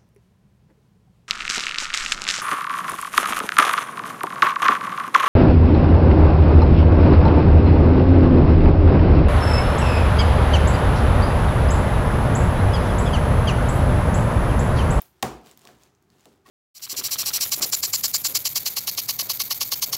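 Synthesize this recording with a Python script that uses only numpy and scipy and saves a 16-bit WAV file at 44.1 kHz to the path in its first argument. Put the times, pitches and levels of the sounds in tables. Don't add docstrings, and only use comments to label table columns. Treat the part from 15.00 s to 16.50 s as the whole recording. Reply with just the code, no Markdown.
import sys
import numpy as np
from scipy import signal
from scipy.fft import rfft, irfft
from scipy.io import wavfile

SR = 44100
rng = np.random.default_rng(int(sys.argv[2]) if len(sys.argv) > 2 else 0)


def unload_wav(signal):
    wavfile.write(
        sys.argv[1],
        SR,
        np.round(np.clip(np.atleast_2d(signal).T, -1, 1) * 32767).astype(np.int16),
    )


N = 66150
TOP_HZ = 16000


def amp(db):
    return 10 ** (np.asarray(db) / 20)


def clock():
    return np.arange(N) / SR


def at(start, x):
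    return np.concatenate([np.zeros(max(int(start * SR), 0)), x])[:N]


def fade(start, t60):
    decay = np.exp(-np.log(1000) * clock()[:int(2 * t60 * SR) + 1] / t60)
    return at(start, np.pad(decay, (0, N - len(decay))))


def ring(start, hz, t60):
    return fade(start, t60) * np.sin(2 * np.pi * hz * (clock() - start))


def ping(start, hz, t60):
    time_constants = np.log(1000) * np.maximum(clock() - start, 0) / t60
    return np.e * time_constants * ring(start, hz, t60)


def colour(x, points):
    hz, db = np.array(points).T
    bins_hz = np.arange(N // 2 + 1) * SR / N
    gain = amp(np.interp(np.log(bins_hz + 1), np.log(hz), db))
    shaped = irfft(rfft(x) * gain, N)
    return shaped / shaped.std()


def noise(points):
    return colour(rng.standard_normal(N), points)


def crackle(points, clicks_per_s=5300, spread_db=4.5):
    size = amp(spread_db * np.minimum(rng.exponential(size=N), 4))
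    clicks = (rng.random(N) < clicks_per_s / SR) * rng.choice([-1, 1], N)
    return colour(clicks * size, points)


def fizz(count=150, low_hz=2560, high_hz=8800, t60=.0058, range_db=8):
    t = clock()[:int(2 * t60 * SR)]
    decay = np.exp(-np.log(1000) * t / t60)
    out = np.zeros(N + len(t))
    for when, pitch, size in rng.random((count, 3)):
        hz = low_hz * (high_hz / low_hz) ** pitch
        i = int(when * N)
        out[i:i + len(t)] += amp(range_db * size) * np.sin(2 * np.pi * hz * t) * decay
    return out[:N]


def kneading():
    # time_s, level_db
    effort = [(0, -53), (0.032, -57), (0.102, -75), (.2, -71), (0.419, -76.5), (0.458, -54), (0.508, -56),
              (.555, -71.5), (.63, -60.5), (.69, -58.5), (.77, -69), (.83, -60), (.92, -77), (1.08, -77.5),
              (1.13, -68), (1.22, -65.5), (1.33, -68.5), (1.44, -81.5), (1.463, -57.5), (1.5, -53.5)]
    # frequency_hz, level_db
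    click_colour = [(100, -14.5), (400, 5.5), (1000, 4), (1800, -1.5), (3200, 0.5), (7000, -4.5),
                    (10500, -9), (15500, -8.5)]
    time_s, level_db = np.array(effort).T
    return (crackle(click_colour) + fizz()) * amp(np.interp(clock(), time_s, level_db))


def pops(snap_t60=.01):
    # start_s, ring_db, pitch_hz, ring_t60_s, snap_db
    bubbles = [(0.0188, -13.5, 15770, 0.00045, -63), (.4135, -57, 12000, .001, -61),
               (0.513, -42, 7700, 0.0022, -45), (0.5746, -33, 14800, .0008, -43.5),
               (0.593, -42, 10500, 0.00069, -50), (0.6168, -46.5, 7950, 0.0013, -51),
               (0.6523, -42, 4000, 0.0017, -43), (.673, -35, 3100, 0.0012, -40),
               (0.6886, -41.5, 1680, 0.0035, -51), (.835, -46.5, 6550, 0.0023, -47.5),
               (0.9503, -55, 6100, 0.0013, -65), (1.0252, -56.5, 13000, 0.00079, -61.5),
               (1.102, -50, 4200, .001, -53.5), (1.208, -53, 6950, 0.0033, -67),
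               (1.247, -58, 8600, 0.00043, -60), (1.2559, -33, 4260, 0.00039, -44.5)]
    # frequency_hz, level_db
    snap_colour = [(300, 1), (1200, -2), (3000, 0.5), (7000, 3.5), (10500, -3), (15500, -2.5)]
    rings = sum(amp(db) * ping(start, hz, t60) for start, db, hz, t60, _ in bubbles)
    snaps = sum(amp(snap_db) * fade(start, snap_t60) for start, *_, snap_db in bubbles)
    return rings + snaps * noise(snap_colour)


def table_top(thud_rise_s=.0036):
    # pitch_hz, level_db, t60_s
    modes = [(87.4, -34, 0.15), (134.8, -26.5, 0.23), (226, -33, 0.38), (282.8, -33, 0.27),
             (358, -35.5, 0.33), (439.6, -31.5, 0.17), (499.4, -28, 0.035), (621.7, -41, 0.24),
             (736.2, -21.5, 0.1), (746, -36.5, 0.49), (798, -33, 0.047), (857, -41.5, 0.36),
             (1108, -21.5, 0.04), (1863, -34.5, 0.041), (2230, -40.5, 0.031)]
    # frequency_hz, level_db
    thud_colour = [(40, -32.5), (80, 8.5), (160, 6.5), (400, 4.5), (800, -4), (1200, -26.5), (2000, -16.5),
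                   (5000, -32)]
    t = clock()
    ringing = np.zeros(N)
    for k, (hz, db, t60) in enumerate(modes):
        build = 1 - np.exp(-t * hz)
        ringing += (-1) ** k * amp(db) * ring(0, hz, t60) * build
    thud_envelope = fade(0, t60=.12) * (1 - np.exp(-t / thud_rise_s))
    return ringing + amp(-23.5) * noise(thud_colour) * thud_envelope


def bumps(blow, q=1.65):
    # start_s, gain_db, centre_hz
    pushes = [(.022, -35, 648), (.642, -24, 360), (.654, -23.5, 1060), (0.667, -27.5, 111),
              (.687, -22.5, 690), (.705, -24, 228), (.742, -21, 63), (0.841, -33.5, 354), (1.089, -28, 132),
              (1.15, -32, 287), (1.256, -23.5, 500), (1.262, -22.5, 340), (1.477, -24.5, 249)]
    out = np.zeros(N)
    for start, db, hz in pushes:
        push = signal.lfilter(*signal.iirpeak(hz, q, fs=SR), blow + 1e-18)
        out += amp(db) * at(start, push)
    return out


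def slap(blow, start=.2286, table_lag_s=.00041, boom_hz=57.9, boom_lag_s=.095, boom_width_s=.039):
    # frequency_hz, level_db
    spit_colour = [(200, -11.5), (900, 5.5), (2200, 4), (4000, 6), (7500, 5.5), (10000, -4.5), (15500, 1)]
    # frequency_hz, level_db
    splash_colour = [(300, -15.5), (900, 4.5), (1700, -0.5), (3500, -10.5), (7000, -6), (10500, -3),
                     (15500, 8)]
    age = clock() - start
    before_contact = (age > -.0028) & (age < 0)
    after_contact = (age >= 0) & (age < .0031)
    splash = amp(-44) * crackle(splash_colour) * fade(start, t60=.2)
    spit = (amp(-23.5) * before_contact + amp(-24.5) * after_contact) * noise(spit_colour)
    crack = -amp(.5) * ring(start, hz=3130, t60=.00079)
    air_pocket = amp(-15.5) * ping(start, hz=761.4, t60=.022)
    thud = amp(1.5) * at(start + table_lag_s, blow)
    swell = np.exp(-.5 * ((age - boom_lag_s) / boom_width_s) ** 2) * (age > 0)
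    boom = amp(-45) * swell * np.sin(2 * np.pi * boom_hz * age)
    return spit + crack + air_pocket + splash + thud + boom


def knock(start=1.4565, rise_s=.0048):
    # pitch_hz, level_db, t60_s
    modes = [(1104, -45, 0.08), (1880, -51.5, 0.062)]
    rise = np.clip((clock() - start) / rise_s, 0, 1)
    return rise * sum(amp(db) * ring(start, hz, t60) for hz, db, t60 in modes)


def reverberation(direct, gap_s=.0033):
    # frequency_hz, level_db (re the direct sound), t60_s
    response = [(60, -26.5, 0.52), (140, -14.5, 0.69), (297, -2.5, 0.5), (762, -8, 0.46),
                (1520, -3.5, 0.42), (2980, -11, 0.42), (6970, -6, 0.34), (14800, -13, 0.33)]
    hz, db, t60 = np.array(response).T
    out = np.zeros(N)
    for centre in 50 * 2 ** np.arange(0, 8.6, .5):
        band = signal.butter(2, centre * 2 ** np.array([-.25, .25]), "band", fs=SR, output="sos")
        band_t60 = np.interp(np.log(centre), np.log(hz), t60)
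        gain = amp(np.interp(np.log(centre), np.log(hz), db))
        retained = np.exp(-2 * np.log(1000) / (SR * band_t60))
        stored = signal.lfilter([1 - retained], [1, -retained], signal.sosfilt(band, direct) ** 2)
        field = signal.sosfilt(band, rng.standard_normal(N))
        out += gain * np.sqrt(stored) * field / field.std()
    return at(gap_s, out)


def room_tone():
    # frequency_hz, level_db
    air_colour = [(15, -45), (25, -7), (134, -1), (309, -9.5), (394, 0), (489, -23), (796, -12), (936, -18),
                  (1330, -17), (4250, -35.5), (5430, -31.5), (9570, -43), (16000, -36.5)]
    return amp(-65) * noise(air_colour)


def scene():
    blow = table_top()
    direct = slap(blow) + bumps(blow) + pops() + kneading() + knock()
    return (direct + reverberation(direct) + room_tone())[None]


def record(dry, bass_cut_hz=48):
    low_cut = signal.butter(6, bass_cut_hz, "high", fs=SR, output="sos")
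    high_cut = signal.ellip(10, .2, 80, TOP_HZ, fs=SR, output="sos")
    return signal.sosfilt(high_cut, signal.sosfilt(low_cut, dry))


dry = scene()
out = record(dry)
unload_wav(out)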